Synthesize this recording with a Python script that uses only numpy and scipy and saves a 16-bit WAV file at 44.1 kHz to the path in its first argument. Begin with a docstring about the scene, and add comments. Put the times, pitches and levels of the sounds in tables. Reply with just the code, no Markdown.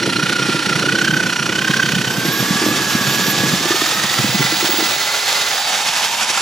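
"""A whining, throbbing electric drill turns the toothed roller of a wooden apple crusher in a garden.
Its gears, whistle and rushing noise come from tones and filtered noise that follow the motor speed
or change level and colour over time. Apples thump and crunch as decaying tones and noise bursts,
until the hopper runs empty. The motor speeds up, is switched off and coasts with slack, rattling gears.
The listener starts close to the drill and then moves away from it."""
import sys
import numpy as np
from scipy import signal
from scipy.fft import rfft, irfft, next_fast_len
from scipy.io import wavfile
from scipy.ndimage import uniform_filter1d

SR = 44100
rng = np.random.default_rng(int(sys.argv[2]) if len(sys.argv) > 2 else 0)


def dump(signal):
    """Clip the signal to [-1, 1] and save it as 16-bit WAV at the path in sys.argv[1]."""
    limited = np.clip(np.atleast_2d(signal).T, -1, 1)
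    pcm = np.round(limited * 32767).astype(np.int16)
    wavfile.write(sys.argv[1], SR, pcm)


N = 282857
T = np.arange(N) / SR  # time of every sample in seconds
FFT_SIZE = next_fast_len(N, True)

# Motor speed. Each row: time in seconds, motor turns per second in Hz.
MOTOR_SPEED = [(0.0, 305.9), (0.12, 298.6), (0.31, 314.2), (0.49, 300.6), (0.78, 306.3), (0.88, 312),
               (0.96, 326), (1.1, 332), (1.21, 326), (1.33, 311), (1.47, 306), (1.61, 334.8), (1.77, 339.5),
               (2.01, 321.8), (2.41, 359.1), (2.67, 368.1), (3.06, 357.8), (3.25, 365.3), (3.45, 362.5),
               (4.35, 434.6), (4.99, 436.5), (5.34, 446.0), (5.54, 437.4), (6.07, 339.3), (6.41, 285.8)]
# Overtones of the main gear tone. Each row: multiple of the tone, relative level in dB.
MAIN_OVERTONES = [(1, 0), (2, -10.5), (3, -10.5), (4, -11)]
# Overtones of the second gear tone. Each row: multiple of the tone, relative level in dB.
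SECOND_OVERTONES = [(1, -2), (2, -20), (3, -28), (4, -9), (5, -6), (6, -14)]
# Fan and armature tones. Each row: cycles per motor turn, relative level in dB.
FAN_TONES = [(1.87, -25), (8.35, -20), (9.22, -19), (9.6, -17.5), (11.12, -16.5), (14.3, -22)]
# How the housing favours gear tones at certain speeds.
# Each row: motor turns per second in Hz, main gear level in dB, second gear level in dB.
GEAR_LEVELS = [(299.1, -25.5, -35), (329, -22, -43.5), (338, -22, -30.5), (362, -25.5, -32.5),
               (377, -29.5, -31), (452, -33, -38.5)]
# How hard the main gears grind. Each row: time in seconds, level change in dB.
GRINDING = [(0, 0), (.12, -2), (.34, 3), (.46, -2), (.66, 3), (.8, 1), (1.13, 2.5), (1.3, -1), (1.4, 1),
            (1.53, -2.5), (1.765, 0), (1.8, 5), (1.89, 3), (1.92, 0), (2.2, -1.5), (3.4, -.5), (3.7, -2)]
# Spells of slack gears chattering. Each row: time in seconds, boost in dB, length in seconds.
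SLACK_SPELLS = [(3.649, 6, .007), (3.721, 13, .006), (3.761, 8, .006), (3.816, 11.5, .007),
                (3.863, 11, .007), (3.919, 9, .009), (3.973, 8, .006), (3.998, 11, .007), (4.036, 8, .006),
                (4.097, 9, .008), (4.143, 9, .006), (4.186, 12, .006), (4.39, 11, .007), (4.427, 11, .007),
                (4.466, 12, .007), (4.525, 10, .006), (4.609, 10, .009), (4.807, 12, .007),
                (4.87, 10, .007), (5.017, 10, .008), (5.088, 10, .008), (5.151, 11, .008),
                (5.225, 11, .007), (5.289, 12, .007), (5.361, 10, .008), (5.733, 6, .011), (5.874, 7, .013),
                (6.043, 8, .017), (6.222, 7, .013), (6.305, 9, .009), (6.379, 5, .008)]
# Resonances of the gearbox shell. Each row: frequency in Hz, width in Hz, relative level in dB.
SHELL_MODES = [(1957, 260, 16), (2510, 154, 16), (3000, 390, 18.5), (4130, 41, 12.5), (4580, 180, -4),
               (5630, 40, 11.5)]
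# Short clacks while the motor coasts; the lower ones ring near the pitch of the main gear tone. # Each row:
# time in seconds, level of the ring in dB, its frequency in Hz.
COAST_CLACKS = [(6.032, -11, 3000), (6.05, -12, 4200), (6.223, -12, 1480), (6.232, -11, 5600),
                (6.302, -10, 5700), (6.309, -9, 5600), (6.376, -10, 1380)]

# Level of the rush of brushes, fan and gearbox. Each row: time in seconds, level in dB.
RUSH_LEVEL = [(0, -24.5), (.7, -22), (1.35, -25), (2.0, -23.5), (2.5, -19.5), (4.7, -18.5), (5.5, -18.5),
              (5.9, -19.5), (6.41, -20)]
# Colour 0 of the rush. Each row: frequency in Hz, relative level in dB.
RUSH_COLOUR_0 = [(80, -28), (250, 5), (600, -10), (850, -5), (1200, -5), (2000, -0.5), (2800, -4),
                 (3800, -2), (5600, -4), (7200, -7.5), (8800, -12.5), (10500, -11.5), (13500, -29)]
# Colour 1 of the rush. Each row: frequency in Hz, relative level in dB.
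RUSH_COLOUR_1 = [(80, -15.5), (250, 5.5), (600, -9), (850, -1), (1200, 1.5), (2300, -2), (2800, -0.5),
                 (3800, -4), (5600, -1), (7200, -3.5), (8800, -11), (10500, -10.5), (13500, -25)]
# Colour 2 of the rush. Each row: frequency in Hz, relative level in dB.
RUSH_COLOUR_2 = [(25, -33), (60, -14), (200, -9), (330, -10.5), (520, -2), (850, 0), (1200, 4), (2300, 2),
                 (3800, 3.5), (5600, 1.5), (7200, 1.5), (8800, -11), (10500, -5), (13500, -13)]
# Colour 3 of the rush. Each row: frequency in Hz, relative level in dB.
RUSH_COLOUR_3 = [(25, -27), (60, -27), (200, -7), (330, -13.5), (520, -15), (800, 0.5), (1200, -2),
                 (2800, 0.5), (3800, -5), (5600, 0), (7200, -2.5), (8800, -9.5), (10500, -10), (13500, -65)]
# The four colours of the rush, blended over time; values below 0 count as 0.
# Each row: time in seconds, colour number from 0 to 3.
RUSH_BLEND = [(0, -1), (1.95, 1.8), (2.3, 0.3), (3.4, 2.3), (4.3, 2), (5.5, 2), (5.85, 2.5)]
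# Resonances of the drill housing. Each row: frequency in Hz, width in Hz, relative level in dB.
HOUSING_MODES = [(910, 230, 3), (1800, 120, -3.5), (2690, 220, -5), (3780, 210, 1.5), (3930, 140, -8),
                 (4850, 400, 1), (5520, 73, 1), (6230, 82, -2.5)]
# How alike the rush is on both sides. Each row: frequency in Hz, correlation from 0 to 1.
SIDE_LIKENESS = [(100, .98), (640, .97), (1400, .9), (3100, .87), (6800, .76), (14000, .62)]

# Knocks of apples and pieces in the hopper, loud and faint. Each row: time in seconds,
# relative peak level in dB, hardness in dB (higher values bring out the upper tones).
HOPPER_KNOCKS = [(.075, -7, 2), (.156, -15, -9), (.185, -11, 3), (.227, -13, -16), (.3, -11, 3),
                 (.397, -11, 0), (.419, -12, -2), (.486, -9, -3), (.545, -8.5, 1), (.669, -12, -9),
                 (.702, -11, -15), (.756, -11.5, -9), (.839, -12, 5), (.873, -13, 15), (.946, -11, 18),
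                 (1.093, -12, -8), (1.128, -9.5, -7), (1.161, -12.5, -1), (1.243, -16, -11),
                 (1.396, -16, -15), (1.419, -20, -7), (1.487, -11, 3), (1.516, -21, 3), (1.582, -13.5, 4),
                 (1.624, -15.5, 1), (1.697, -8, -4), (1.768, -14, 0), (1.839, -13.5, -4),
                 (2.071, -12.5, -14), (2.183, -12, -14), (2.251, -13, 1), (2.282, -11, -28),
                 (2.401, -8.5, -7), (2.427, -7.5, -5), (2.507, -6, -5), (2.557, -12, -10), (2.664, -6.5, 7),
                 (2.8, -19, 22), (2.951, -3.5, -11), (3.012, -9, -21), (3.076, -10, -4), (3.193, -11.5, 6),
                 (3.282, -8, 0), (3.404, -7, -5), (3.435, -11, -5), (3.535, -7.5, -2), (3.607, -14.5, 20),
                 (3.655, -12, 22), (3.706, -8.5, 13), (3.741, -14.5, 26), (3.818, -12.5, 24),
                 (4.043, -14.5, -7), (4.405, -12, 13), (4.522, -15.5, 19), (4.625, -16, 21),
                 (4.645, -12, 23), (4.69, -15.5, 22), (4.735, -16, 22), (4.785, -14, 24), (4.803, -15, 25),
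                 (4.825, -13.5, 24)]
# An apple bounces on the roller. Each row: start in seconds, length in seconds,
# gap between knocks in seconds, first and last relative peak level in dB, hardness in dB.
APPLE_BOUNCES = [(1.933, 0.086, 0.029, -12, -12, -26), (2.615, 0.12, 0.024, -9.5, -11, 7),
                 (4.191, 0.289, .051, -7, -13.5, -11.5)]
# Tones of the wooden hopper.
# Each row: frequency in Hz, relative level in dB, time to fall by 60 dB in seconds.
HOPPER_MODES = [(110, -9.5, 0.05), (135, -4.5, 0.11), (140.7, -2.5, 0.062), (184, -0.5, 0.063),
                (207, 1.5, 0.041), (265, -9.5, 0.048), (314.3, -0.5, 0.077), (356, -2.5, 0.063),
                (430, -4, 0.018), (509, -4.5, 0.022), (680, -22, 0.042)]
# Boards too small to give off deep bass. Each row: frequency in Hz, gain in dB.
BOARD_GAIN = [(30, -52), (60, -24), (85, -14), (120, 1), (200, 1.5)]
# Air resonance of the emptying hopper, with a shifting pitch.
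# Each row: time in seconds, frequency in Hz, level in dB.
HOLLOW_TONE = [(3.799, 830, -51), (4.5, 830, -32.5), (5.4, 840, -38), (5.699, 780, -30.5), (6, 900, -29.5),
               (6.41, 980, -29)]
# Colour of the open air. Each row: frequency in Hz, relative level in dB.
AIR_COLOUR = [(25, -8), (50, 3), (100, 8), (200, 6), (500, 2), (2000, -53)]

# Level difference of the two sides. Each row: frequency in Hz, left minus right in dB.
SIDE_BALANCE = [(60, 1), (110, -2.5), (200, -1.5), (380, -0.9), (700, -2), (1290, -2.5), (2380, -4),
                (4400, -3), (8120, -1), (15000, -6.5)]
# Phase difference of the two sides. Each row: frequency in Hz, lead of the left in radians.
SIDE_PHASE = [(50, 1), (130, 0.45), (260, 0.37), (600, -0.17), (2070, 0.64), (5430, 0.34), (7750, -1.1),
              (9040, -1.33), (10200, -1.36), (13000, -1.6), (14100, -1.4), (15600, -5.1)]

# spindle turns per motor turn, and the spindle angle at the start in turns
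SPINDLE_PER_SHAFT, SPINDLE_START = .0986, .05
# tones in cycles per motor turn: main gears, second gears, commutator bars, hum
MESH_ORDER, SECOND_ORDER, BAR_ORDER, HUM_ORDER = 4.61, 3.175, 36, .93
# the motor is switched off (seconds) and the unloaded gears sing more softly (dB)
OFF_S, OFF_FADE_S, COAST_DB = 5.5, 0.15, -18
# the listener leaves the drill and passes behind a post, which screens the gear tones
LEAVE_S, LEAVE_LENGTH_S = 1.98, 0.28
POST_S, POST_LENGTH_S, POST_DB = 2.09, 0.18, -6.5
# share of the throb (0-1) close to the drill and away from it
THROB_CLOSE, THROB_AWAY = 0.76, 0.12
# the gears stop binding for a moment and lose this share of the throb
EASE_S, EASE_LENGTH_S, EASE_SHARE = 0.49, 0.12, 0.77
# commutator whistle: level away from the drill, change close to it, slow wavering
WHISTLE_DB, WHISTLE_CLOSE_DB, WHISTLE_WAVER_DB = -35, -13, 2.5
# part of the rush's power that comes from the fan and does not throb
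FAN_SHARE = 0.58
# the hopper is full, runs low, then is empty
FULL_UNTIL_S, RUN_LOW_LENGTH_S, EMPTY_S, EMPTY_LENGTH_S = 3.58, 0.095, 4.92, 0.19
# tumbling pieces: level when full, change when low, wavering
TUMBLE_DB, TUMBLE_LOW_DB, TUMBLE_WAVER_DB = -27, -7.5, 1.5


def drill(turns):
    """Rush, gears, shell, clacks and motor tones add up; slack gears also jolt the rush."""
    press, slack = throb(turns), chatter()
    jolt = slack ** (0.2 + 0.38 * motor_off())
    # the gear tones swell slightly ahead of the rush, by this part of a spindle turn
    gear_press = throb(turns, lead=0.066)
    sound = rush(press) * jolt + gears(turns, gear_press, slack)
    return sound + gearbox(turns, press) + clacks() + motor_tones(turns)


def gears(turns, press, slack):
    """Two pairs of meshing gears whine; the main pair throbs most."""
    edge = (.5 + 0.03 * binding()) / slack ** .4
    # the teeth flex under load, which bends the pitch within each throb
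    flex = .2 * np.log(press)
    main = mesh(MESH_ORDER * turns + flex, MAIN_OVERTONES,
                wander=1.1, rough=0.42, flutter_db=1.6, edge=edge)
    second = mesh(SECOND_ORDER * turns, SECOND_OVERTONES,
                  wander=0.77, rough=0.3, flutter_db=3.5, edge=1 / np.sqrt(slack))
    hz, main_db, second_db = np.transpose(GEAR_LEVELS)
    speed = curve(MOTOR_SPEED)
    main = main * press * undb(np.interp(speed, hz, main_db) + curve(GRINDING))
    second = second * press ** .5 * undb(np.interp(speed, hz, second_db))
    heard = undb(POST_DB * bump(POST_S, POST_LENGTH_S) + COAST_DB * motor_off())
    return heard * slack * (main + second)


def mesh(turns, overtones, wander, rough, flutter_db, edge):
    """Gear teeth meet a little early or late, which smears the higher overtones most."""
    phase = 2 * np.pi * turns + wander * walk(35) + rough * walk(330)
    tones = [undb(db + flutter_db * walk(70)) * np.sin(multiple * phase) for multiple, db in overtones]
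    # edge scales everything above the first tone
    return np.sqrt(2) * (tones[0] + edge * sum(tones[1:]))


def throb(turns, lead=0):
    """The spindle runs out of true and presses the gears together for about half of each turn."""
    phase = SPINDLE_PER_SHAFT * turns + SPINDLE_START + lead + .012 * walk(25)
    depth = 1.55 * binding()
    # the division keeps the average power the same at any depth
    return np.exp(depth * np.cos(2 * np.pi * phase)) / np.sqrt(np.i0(2 * depth))


def binding():
    """Gears that bind harder throb more deeply: a share from 0 to 1."""
    depth = THROB_AWAY + (THROB_CLOSE - THROB_AWAY) * closeness()
    return np.clip(depth * (1 - EASE_SHARE * bump(EASE_S, EASE_LENGTH_S)), 0, 1)


def chatter():
    """Slack teeth hit each other in short spells, each a brief rise in gain."""
    boosts = [db / (1 + ((T - s) / length) ** 2 / 2) ** 2 for s, db, length in SLACK_SPELLS]
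    return undb(sum(boosts))


def gearbox(turns, press):
    """Every tooth strikes the shell with its own force, heard only until the listener has left the drill."""
    teeth = np.diff(np.floor(MESH_ORDER * turns + .1 * walk(60)), prepend=0)
    force = (0.4 + rng.uniform(-np.sqrt(3), np.sqrt(3), N)) * press * closeness()
    ringing = resonate(teeth * force, SHELL_MODES)
    return undb(-28.5) * colour(ringing, [(60, -40), (1200, 0)])  # less bass


def clacks(cycles=55, tick_db=-9, tick_s=0.00098):
    """While the motor coasts, short clacks sound, each a sharp tick and a short ring."""
    count = SR // 10
    t, out = T[:count], np.zeros(N + count)
    for s, peak_db, hz in COAST_CLACKS:
        # the ring falls by 60 dB within the given number of cycles
        tone = np.sin(2 * np.pi * hz * t) * undb(-60 * t * hz / cycles)
        tick = undb(tick_db) * rng.standard_normal(count) * np.exp(-t / tick_s)
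        start = int(s * SR)
        out[start:start + count] += undb(peak_db) * (tone + uniform_filter1d(tick, size=3))
    return out[:N]


def rush(press):
    """Air, brush sparks and tooth impacts ring the housing, and part of the noise swells with each throb."""
    grit = np.array([unit(rng.standard_normal(N) + 0.44 * unit(clicks(2600, 3.8))) for _ in range(2)])
    grit = wide(grit, SIDE_LIKENESS)
    grit = grit + 0.16 * resonate(grit, HOUSING_MODES)
    blend = np.clip(curve(RUSH_BLEND), 0, 3)
    sound = 0
    for k, points in enumerate([RUSH_COLOUR_0, RUSH_COLOUR_1, RUSH_COLOUR_2, RUSH_COLOUR_3]):
        share = np.clip(1 - abs(blend - k), 0, 1)
        sound = sound + share * colour(grit, points)
    swell = np.sqrt(FAN_SHARE + (1 - FAN_SHARE) * press ** 2)
    return sound * swell * undb(curve(RUSH_LEVEL) + 1.12 * walk(55))


def motor_tones(turns):
    """Brushes whistle over the commutator bars; fan and armature hum under it."""
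    bars = np.sin(2 * np.pi * BAR_ORDER * turns + 1.1 * walk(90) + .4 * walk(600))
    whistle_db = WHISTLE_DB + WHISTLE_CLOSE_DB * closeness()
    whistle_db = whistle_db + WHISTLE_WAVER_DB * walk(3.8) + 3.0 * walk(45)
    whistle = np.sqrt(2) * bars * undb(whistle_db)
    fan = 0
    for order, db in FAN_TONES:
        phase = 2 * np.pi * order * turns + 2.04 * walk(25) + 0.71 * walk(260)
        fan = fan + undb(db + 2.95 * walk(40)) * np.sin(phase)
    # the fan grows loud with speed
    speed = curve(MOTOR_SPEED)
    return whistle + undb(-13.5) * fan * (speed / np.max(speed)) ** 2.85


def hum(turns, db=-38.5):
    """The free-running motor hums faintly from when the hopper empties until it is switched off."""
    tone = np.sin(2 * np.pi * HUM_ORDER * turns + 0.26 * walk(20))
    return undb(db) * tone * (ramp(EMPTY_S, 0.084) - ramp(OFF_S, 0.074))


def crusher():
    """Knocks and tumbling pieces shake the boards, which are too small to give off deep bass."""
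    return shaped(tumble() + knocks(), undb(over_bins(BOARD_GAIN)))


def knocks(scatter_db=3.0, crunch_db=-19, crunch_s=0.0047, push_s=0.00066):
    """Each knock thumps the hopper with a short crunch; hard knocks favour the upper modes."""
    count = SR // 10
    t, out = T[:count], np.zeros(N + count)
    hz, db, t60 = np.transpose(HOPPER_MODES)[:, :, None]
    for s, peak_db, hard_db in blows():
        gain, detune = rng.standard_normal((2, len(HOPPER_MODES), 1))
        # hardness tilts the balance around 250 Hz
        tilt_db = (hard_db + 2.5) * 0.67 * np.tanh(4 * np.log2(hz / 250))
        weight = undb(db + scatter_db * gain + tilt_db)
        # the last loose pieces land softly and spare the highest modes
        weight = weight * undb(-8 * (s > FULL_UNTIL_S) * (hard_db > 0) * (hz > 380))
        # each mode first moves one way or the other, by chance
        weight = weight * rng.choice([-1, 1], hz.shape)
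        tones = np.sin(2 * np.pi * hz * (1 + .04 * detune) * t)
        thump = np.sum(weight * tones * undb(-60 * t / t60), axis=0)
        thump = thump * (1 - np.exp(-t / push_s))
        crunch = uniform_filter1d(rng.standard_normal(count) ** 3, size=6) * np.exp(-t / crunch_s)
        start = int(s * SR)
        blow = thump / np.max(abs(thump)) + undb(crunch_db) * crunch
        out[start:start + count] += undb(peak_db - 1.96) * blow
    return out[:N]


def blows():
    """Single knocks and the evenly spaced knocks of bouncing apples, as (seconds, peak dB, hardness dB)."""
    rows = list(HOPPER_KNOCKS)
    for start, length, gap, first_db, last_db, hard_db in APPLE_BOUNCES:
        for s in np.arange(0, length, gap):
            rows.append((start + s, first_db + (last_db - first_db) * s / length, hard_db))
    return rows


def tumble():
    """Small pieces patter on the roller and walls, ringing the hopper until it is empty."""
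    shared = clicks(150, 3.25)
    body = 0
    for k, (hz, db, t60) in enumerate(HOPPER_MODES):
        # every mode feels the shared impacts and some of its own
        impacts = (-1) ** k * 0.56 * shared + clicks(150, 1.5)
        body = body + undb(db) / np.sqrt(t60) * ring(impacts, hz, t60)
    level_db = TUMBLE_DB + TUMBLE_LOW_DB * ramp(FULL_UNTIL_S, RUN_LOW_LENGTH_S)
    level_db = level_db + TUMBLE_WAVER_DB * walk(6.6)
    return unit(body) * undb(level_db) * (1 - ramp(EMPTY_S, EMPTY_LENGTH_S))


def hollow(wander_rate=230):
    """The air in the emptying hopper resonates: a narrow band of noise around a moving pitch."""
    s, hz, db = np.transpose(HOLLOW_TONE)
    phase = 2 * np.pi * np.cumsum(np.interp(T, s, hz)) / SR
    band = walk(wander_rate) * np.cos(phase) + walk(wander_rate) * np.sin(phase)
    return unit(band) * undb(np.interp(T, s, db))


def open_air():
    """The open air is a very quiet, low noise, separate on each side."""
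    return undb(-76) * colour(rng.standard_normal((2, N)), AIR_COLOUR)


def closeness():
    """1 while the listener is close to the drill, falling to 0 on leaving."""
    return 1 - ramp(LEAVE_S, LEAVE_LENGTH_S)


def motor_off():
    """0 while the motor is powered, rising to 1 after it is switched off."""
    return ramp(OFF_S, OFF_FADE_S)


def ramp(start, length):
    """Rises from 0 to 1 in a straight line."""
    return np.clip((T - start) / length, 0, 1)


def bump(centre, length):
    """Swells to 1 and falls back."""
    return np.exp(-((T - centre) / length) ** 2)


def curve(table):
    """Joins (seconds, value) points by straight lines in time."""
    return np.interp(T, *np.transpose(table))


def walk(rate):
    """Random wavering with a spread near 1, aiming for a new value `rate` times per second."""
    steps = rng.standard_normal(N // 40)
    return np.interp(T * rate, np.arange(len(steps)), steps) * np.sqrt(3 / 2)


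def clicks(rate, spread_db):
    """Random impacts of very uneven size, `rate` per second."""
    where, size, sign = rng.random((N // 8, 3))[:int(rate * N / SR)].T
    tall = np.minimum(-np.log(1 - size), 4)
    return np.bincount((where * N).astype(int), undb(spread_db * tall) * np.sign(sign - .5), N)


def ring(x, hz, t60):
    """One damped mode: each impact starts a tone that falls by 60 dB in t60 seconds."""
    pole = np.exp((2j * np.pi * hz - np.log(1000) / t60) / SR)
    return signal.lfilter([0, pole.imag], [1, -2 * pole.real, abs(pole) ** 2], x)


def resonate(x, modes):
    """A body rings at several resonances; a narrower one rings longer."""
    total = 0
    for hz, width, db in modes:
        total = total + undb(db) * np.sqrt(width) * ring(x, hz, np.log(1000) / np.pi / width)
    return unit(total)


def wide(pair, likeness):
    """Mixes two unrelated sounds so that both sides share the bass and differ in the treble."""
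    share = np.clip(over_bins(likeness), 0, 1)
    mid, side = shaped(pair, np.sqrt([1 + share, 1 - share]))
    return unit(np.array([mid + side, mid - side]))


def colour(x, points):
    """Filters by (Hz, dB) points and evens out the loudness."""
    return unit(shaped(x, undb(over_bins(points))))


def shaped(x, response):
    """Filters by a gain at each frequency."""
    return irfft(rfft(x, FFT_SIZE) * response, FFT_SIZE)[..., :N]


def over_bins(points):
    """Joins (Hz, value) points on a log-frequency axis."""
    hz, value = np.transpose(points)
    return np.interp(np.log(np.fft.rfftfreq(FFT_SIZE, 1 / SR) + 1), np.log(hz + 1), value)


def undb(db):
    """Turns decibels into a gain."""
    return 10 ** (np.asarray(db) / 20)


def unit(x):
    """Scales to an average (RMS) level of 1."""
    return x / np.sqrt(np.mean(x ** 2))


def scene():
    """Drill and crusher in the open air."""
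    turns = np.cumsum(curve(MOTOR_SPEED)) / SR  # motor turns so far
    return drill(turns) + hum(turns) + crusher() + hollow() + open_air()


def record(dry):
    """The two sides hear the sound slightly out of step; the top is cut steeply."""
    lean = undb(over_bins(SIDE_BALANCE) / 2) * np.exp(.5j * over_bins(SIDE_PHASE))
    heard = shaped(dry, np.array([lean, 1 / lean]))
    top_cut = signal.ellip(10, .2, 80, 15700, fs=SR, output="sos")  # low-pass at 15700 Hz
    return signal.sosfilt(top_cut, heard)


dry = scene()
out = record(dry)
dump(out)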